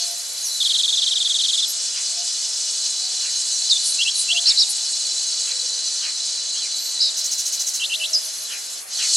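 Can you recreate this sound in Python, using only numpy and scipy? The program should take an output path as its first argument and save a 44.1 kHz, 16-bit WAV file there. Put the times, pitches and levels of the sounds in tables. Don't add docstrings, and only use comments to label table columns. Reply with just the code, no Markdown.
import sys
import numpy as np
from scipy import signal
from scipy.fft import rfft, irfft
from scipy.io import wavfile
from scipy.ndimage import map_coordinates

SR = 44100
rng = np.random.default_rng(int(sys.argv[2]) if len(sys.argv) > 2 else 0)


def to_wav(s):
    ch = np.atleast_2d(s).T
    pcm = np.round(np.clip(ch, -1, 1) * 32767)
    wavfile.write(sys.argv[1], SR, pcm.astype(np.int16))


N = 403956
TRUNK_DELAY_S = .0142


def from_db(db):
    return 10 ** (np.asarray(db) / 20)


def rms_one(x):
    return x / np.sqrt(np.mean(x ** 2) + 1e-20)


def at_hz(points, hz):
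    return np.interp(np.log(hz + 1e-9), np.log(np.array(points)[:, 0]), np.array(points)[:, 1])


def in_time(rows):
    s, *columns = np.transpose(rows)
    return [np.interp(np.arange(N) / SR, s, c) for c in columns]


def drift(rate_hz):
    steps = np.arange(N) / SR * rate_hz
    return rms_one(map_coordinates(rng.standard_normal(4096), [steps], order=2, mode="wrap"))


def add(track, start_s, sound):
    i = max(round(start_s * SR), 0)
    track[i:i + len(sound)] += sound[:N - i]


def colour(pair, spectrum):
    hz = np.arange(N // 2 + 1) * SR / N
    return rfft(pair) * from_db(at_hz(spectrum, hz))


def spread(pair, spectrum, wider_db=0):
    # (frequency [Hz], side minus mid before wider_db [dB])
    side_mid = [(30, -2), (150, -8), (450, 2), (1300, 2), (2100, -0.5), (2900, -8.5), (4000, -38),
                (5500, -17.5), (7500, -10.5), (9500, -15.5), (12000, -28.5)]
    hz = np.arange(N // 2 + 1) * SR / N
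    mid, side = colour(pair, spectrum)
    width = from_db(at_hz(side_mid, hz) + wider_db)
    ears = np.array([mid + width * side, mid - width * side]) / np.sqrt(1 + width ** 2)
    return rms_one(irfft(ears, N))


def echo(x, delay_s, gain):
    late = np.pad(x, ((0, 0), (round(delay_s * SR), 0)))[:, :N]
    return (x + gain * late) / np.sqrt(1 + gain ** 2)


def tymbals(click_hz, throb_hz, throb_db, far_db, count):
    out = np.zeros((2, N))
    for k in range(count):
        rate_hz = click_hz * rng.uniform(.7, 1.3) * (1 + .06 * drift(40))
        clicks = np.diff(np.floor(np.cumsum(rate_hz) / SR), prepend=0)
        throb = from_db(throb_db * drift(throb_hz))
        out[k % 2] += clicks * throb * rng.choice([-1, 1], N)
    near = np.array([rms_one(side) for side in out])
    return near + from_db(far_db) * rng.standard_normal((2, N))


def soloists(swell_db=2.0):
    # (centre [Hz], width of each of two passes [Hz], mean level against the chorus [dB])
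    singers = [(4065, 72, -10.5), (4407, 51, -12), (5130, 27, -13.5), (5500, 28, -13.5), (6046, 39, -12.5),
               (6450, 29, -11.5)]
    out = np.zeros(N)
    for hz, width_hz, db in singers:
        b, a = signal.iirpeak(hz, hz / width_hz, fs=SR)
        song = signal.lfilter(b, a, signal.lfilter(b, a, rng.standard_normal(N)))
        out += rms_one(song) * from_db(db + swell_db * drift(3.03))
    return out


def far_chorus():
    # (frequency [Hz], relative level per Hz [dB])
    spectrum = [(2000, -35), (2900, -9.5), (4000, 2.5), (5000, 2.5), (6300, 5), (7000, 3), (10000, -30),
                (12500, -25.5)]
    return from_db(-38.5) * rms_one(irfft(colour(rng.standard_normal((2, N)), spectrum), N))


def insects():
    # (time [s], droning cicadas [dB], ringing cicadas [dB], shrill mass [dB])
    effort = [(0.0, -24, -24, -28.4), (0.22, -34, -33.0, -34.5), (0.7, -20.5, -27.5, -27.5),
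              (1.15, -26.5, -27.5, -29.2), (1.5, -22, -26.5, -27), (1.9, -33, -26, -27.5),
              (2.7, -28.5, -25.5, -27), (3.6, -23, -25.5, -26.5), (5.1, -24.5, -26.5, -27),
              (6.7, -23.5, -28.5, -30), (7.9, -29, -31.5, -33.7), (8.85, -38.5, -34, -35),
              (8.99, -23, -26, -27.5), (9.15, -16.5, -18.5, -19.5)]
    # (time [s], level [dB])
    hiss = [(0.0, -38), (0.5, -33.5), (1.1, -55), (2.4, -47.5), (5.0, -48.5), (6.6, -55.5), (7.1, -48.9),
            (7.25, -42.5), (8.3, -35.5), (9.15, -40)]
    # (frequency [Hz], relative level per Hz [dB])
    drone_spectrum = [(3300, -28.5), (3780, -74), (3950, 12.5), (4120, 10.5), (4400, 10), (4650, 2),
                      (5000, -18), (6000, -42.5)]
    ringing_spectrum = [(1800, -42), (2500, -15), (3000, -7), (3600, -3.5), (4400, -5.5), (4850, 4.5),
                        (5100, 0.5), (6000, 2), (6500, 1), (6650, -31), (9000, -60)]
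    shrill_spectrum = [(3000, -38), (5500, -16), (6350, -7), (6650, 3.5), (7400, 3.5), (8550, 1),
                       (8750, -9.5), (9900, -4), (10300, -18), (12000, -31), (12500, -62)]
    fine_spectrum = [(7000, -25), (9000, 0), (10300, 0), (11900, -6), (12300, -17), (15500, -32)]
    drone_trim_db, ringing_trim_db, shrill_trim_db, fine_trim_db = -6, -3, -1.55, -0.5
    dip_s, dip_sigma_s, dip_db = 8.86, .033, 11.5
    double_click_s = .00201

    drone_db, ringing_db, shrill_db = in_time(effort)
    fine_db, = in_time(hiss)
    dip = from_db(-dip_db * np.exp(-((np.arange(N) / SR - dip_s) / dip_sigma_s) ** 2 / 2))

    drone = spread(tymbals(click_hz=420.4, throb_hz=139, throb_db=1.5, far_db=-1.5, count=4), drone_spectrum)
    drone *= from_db(drone_db + drone_trim_db + 2.0 * drift(140))
    ringing = tymbals(click_hz=401.9, throb_hz=69.8, throb_db=1.0, far_db=6, count=4)
    ringing = spread(ringing, ringing_spectrum, wider_db=-6)
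    ringing *= from_db(ringing_db + ringing_trim_db + 1.26 * drift(35))
    shrill = tymbals(click_hz=377.8, throb_hz=70.26, throb_db=4.5, far_db=2.5, count=6)
    shrill = spread(shrill, shrill_spectrum, wider_db=-6)
    shrill *= from_db(shrill_db + shrill_trim_db + drift(35))
    fine = spread(rng.standard_normal((2, N)), fine_spectrum, wider_db=15.5)
    fine *= from_db(fine_db + fine_trim_db + 2 * drift(60))

    cicadas = echo(drone + ringing, double_click_s, .76)
    solos = from_db(ringing_db) * soloists()
    return dip * (cicadas + far_chorus() + solos) + echo(dip * shrill + fine, TRUNK_DELAY_S, 0.17)


def forest_air():
    # (frequency [Hz], relative level per Hz [dB])
    spectrum = [(20, -15), (120, -14.5), (240, -10), (330, -5.5), (480, 1.5), (700, 3), (950, -1),
                (1500, 2.5), (2100, 1.5), (3000, -0.5), (6000, -25), (15000, -33.5)]
    return from_db(-44.5) * spread(rng.standard_normal((2, N)), spectrum)


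def hoots(blur=1.0):
    # (start [s], length [s], mid pitch [Hz], level before smearing [dB])
    calls = [(-.1, 0.33, 694, -49), (2.056, 0.21, 694, -51), (2.952, .34, 754, -54.5),
             (4.301, 0.15, 689, -48.5), (4.55, 0.6, 810, -52), (5.1, 0.785, 508, -55.5),
             (6.995, 0.39, 614, -55.5), (7.801, 0.65, 642, -56)]
    sag_hz_per_s = 23.1
    out, t = np.zeros((2, N)), np.arange(N) / SR
    paths = np.array([np.exp(2j * k) + blur * (drift(25) + 1j * drift(25)) for k in range(2)])
    for s, length_s, hz, db in calls:
        on = (t > s) & (t < s + length_s)
        u = (t[on] - s) / length_s
        phase = 2 * np.pi * np.cumsum(hz - sag_hz_per_s * length_s * (u - .5)) / SR
        swell = from_db(db) * np.sqrt(np.sin(np.pi * u))
        out[:, on] += swell * np.real(paths[:, on] * np.exp(1j * phase))
    return out


def syllable(name, ratio=1, sweep=1, second_db=-30):
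    shapes = { "trill": (.019, 4160, 3060, -.6, 0, 0, 1, 2.5, .016, -14),
              "slur": (.068, 5900, 3530, -7.6, 0, 0, 1, 7, .011, -25),
              "rise": (.039, 2950, 3200, 2, -250, .56, 2.1, -12, .011, -21),
              "zigzag": (.056, 4900, 4650, 2, 830, 1.54, .62, 1.5, .022, -25),
              "wave": (.088, 4560, 4450, .5, -700, 3.3, 1.03, 11, .022, -25),
              "warble": (.056, 2930, 4400, 4.7, -270, 1.52, .72, -8, .014, -15),
              "tsip": (.052, 7170, 5100, -9.5, 130, 1.3, .93, 10, .008, -25),
              "tick": (.019, 6330, 5200, 2.6, -600, .92, 1.13, -4, .05, -27),
              "arch": (.125, 3150, 2550, 3, -280, 1, .7, 7, .037, -27),
              "sigh": (.062, 6900, 5600, -.5, 0, 0, 1, 2.5, .037, -27), }
    attack_s, release_s = 0.0047, 0.0034
    length_s, first_hz, last_hz, curve, swing_hz, turns, pace, fade_db, waver, third_db = shapes[name]
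    t = np.arange(int(length_s * SR)) / SR
    u = t / length_s
    glide = first_hz + (last_hz - first_hz) * np.expm1(curve * u) / np.expm1(curve)
    hz = glide + swing_hz * np.cos(2 * np.pi * turns * u ** pace)
    unsteady = np.interp(u, np.linspace(0, 1, 24), rng.standard_normal(24))
    pitch = (hz.mean() + sweep * (hz - hz.mean())) * ratio * (1 + waver * unsteady)
    phase = 2 * np.pi * np.cumsum(pitch) / SR
    tone = np.sin(phase) + from_db(second_db) * np.sin(2 * phase)
    tone += from_db(third_db) * np.sin(3 * phase) / (1 + (pitch / 3300) ** 12)
    ramps = np.clip(np.minimum(t / attack_s, (length_s - t) / release_s), 0, 1)
    return tone * from_db(-fade_db * u) * ramps


def bird_notes():
    # (start [s], syllable name, level [dB], pitch ratio)
    notes = [(.425, "sigh", -21.5, 0.98), (3.51, "sigh", -24, 0.95), (3.695, "slur", -8.5, 1),
             (3.986, "rise", -22.5, 1), (4.049, "rise", -24, .98), (4.283, "rise", -21.5, 1),
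             (4.345, "rise", -23, 1), (4.454, "zigzag", -9, 0.98), (4.571, "zigzag", -9, 0.97),
             (6.54, "arch", -32, 1), (7.001, "wave", -9.5, 0.99), (7.795, "warble", -23.5, 0.97),
             (7.895, "warble", -23.5, 0.95), (7.997, "warble", -24.5, 0.94), (8.13, "tsip", -9, 0.97)]
    out = np.zeros(N)
    for s, name, db, ratio in notes:
        add(out, s, from_db(db) * syllable(name, ratio))
    return out


def trill():
    start_s, gap_s, slowing_s, count = .601, .04568, .00006, 23
    level_db, fade_db_per_s = -11, 1.4
    mean_sweep, sweep_swing, cycle_s, deepest_s = 0.85, 0.23, 0.356, 1.08
    out = np.zeros(N)
    for k in range(count):
        s = start_s + k * gap_s + slowing_s * k ** 2 / 2
        sweep = mean_sweep + sweep_swing * np.cos(2 * np.pi * (s - deepest_s) / cycle_s)
        db = level_db - fade_db_per_s * (s - start_s)
        add(out, s, from_db(db) * syllable("trill", sweep=sweep))
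    return out


def leaves(calls, level_db=-16, t60_s=1.0):
    tail = rng.standard_normal((2, SR // 2)) * from_db(-60 * np.arange(SR // 2) / SR / t60_s)
    tail /= np.sqrt(np.sum(tail ** 2, axis=1, keepdims=True))
    return calls + from_db(level_db) * signal.fftconvolve(calls[None], tail, axes=1)[:, :N]


def katydids(side_db=-15):
    # (peak time [s], Gaussian sigma [s], centre [Hz], filter width [Hz], peak level [dB])
    rasps = [(1.70, 0.014, 11240, 1310, -28), (3.885, 0.032, 9300, 2790, -23.5),
             (4.195, 0.029, 9350, 2500, -23), (4.705, 0.01, 9700, 3170, -21.5),
             (6.84, 0.048, 11860, 1300, -38.5)]
    out, t = np.zeros((2, N)), np.arange(N) / SR
    mid, side = rng.standard_normal((2, N))
    noise = mid + from_db(side_db) * side * [[1], [-1]]
    for s, sigma_s, hz, width_hz, db in rasps:
        band = signal.butter(2, [hz - width_hz / 2, hz + width_hz / 2], "band", fs=SR, output="sos")
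        near = abs(t - s) < 4 * sigma_s
        rasp = rms_one(signal.sosfilt(np.vstack([band, band]), noise[:, near]))
        out[:, near] += rasp * from_db(db) * np.exp(-((t[near] - s) / sigma_s) ** 2 / 2)
    return out


def croaks(side_db=-8):
    # (peak time [s], peak level [dB])
    calls = [(1.971, -36.5), (3.252, -38), (4.49, -33), (5.49, -36), (6.05, -33), (8.53, -33),
             (9.02, -30.5)]
    sigma_s, upper_hz, fall_hz_per_s, width_hz = 0.032, 2790, 14000, 620
    lower_hz, lower_db = 1655, -10.5
    out, t = np.zeros((2, N)), np.arange(N) / SR
    lowpass = signal.butter(2, width_hz / 2, fs=SR, output="sos")
    noise = rng.standard_normal((2, N)) + 1j * rng.standard_normal((2, N))
    mid, side = signal.sosfilt(lowpass, noise)
    rough = mid + from_db(side_db) * side * [[1], [-1]]
    for s, db in calls:
        near = abs(t - s) < 4 * sigma_s
        dt = t[near] - s
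        upper = np.exp(2j * np.pi * (upper_hz * dt - fall_hz_per_s * dt ** 2 / 2))
        lower = from_db(lower_db) * np.exp(2j * np.pi * lower_hz * dt)
        croak = rms_one(np.real(rough[:, near] * (upper + lower)))
        out[:, near] += from_db(db) * croak * np.exp(-(dt / sigma_s) ** 2 / 2)
    return out


def rattle_note(rasp_db=-6.0, rasp_s=0.053, low_hz=5400, high_hz=8000, floor_hz=3300, top_hz=11000):
    tone = syllable("tick", second_db=-22)
    size = max(int(rasp_s * SR), len(tone))
    throat = np.vstack([signal.butter(1, [low_hz, high_hz], "band", fs=SR, output="sos"),
                        signal.butter(2, floor_hz, "high", fs=SR, output="sos"),
                        signal.butter(1, top_hz, fs=SR, output="sos")])
    rasp = rms_one(signal.sosfilt(throat, rng.standard_normal(size)))
    swell = np.sin(np.pi * np.sqrt(np.arange(size) / size))
    return np.pad(tone, (0, size - len(tone))) + from_db(rasp_db) * rasp * swell


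def rattle():
    start_s, gap_s, count = 7.167, .0709, 9
    first_db, swell_db = -20.5, 1.5
    out = np.zeros(N)
    for k in range(count):
        db = first_db + swell_db * np.sin(np.pi * k / count)
        add(out, start_s + k * gap_s, from_db(db) * rattle_note())
    return out


def scene():
    birds = leaves(bird_notes() + trill() + rattle())
    far = forest_air() + hoots() + croaks() + katydids()
    return insects() + echo(birds, TRUNK_DELAY_S, 0.99) + echo(far, TRUNK_DELAY_S, 0.49)


def record(dry):
    cutoff_hz = 15900
    return signal.sosfilt(signal.ellip(10, .1, 80, cutoff_hz, fs=SR, output="sos"), dry)


dry = scene()
out = record(dry)
to_wav(out)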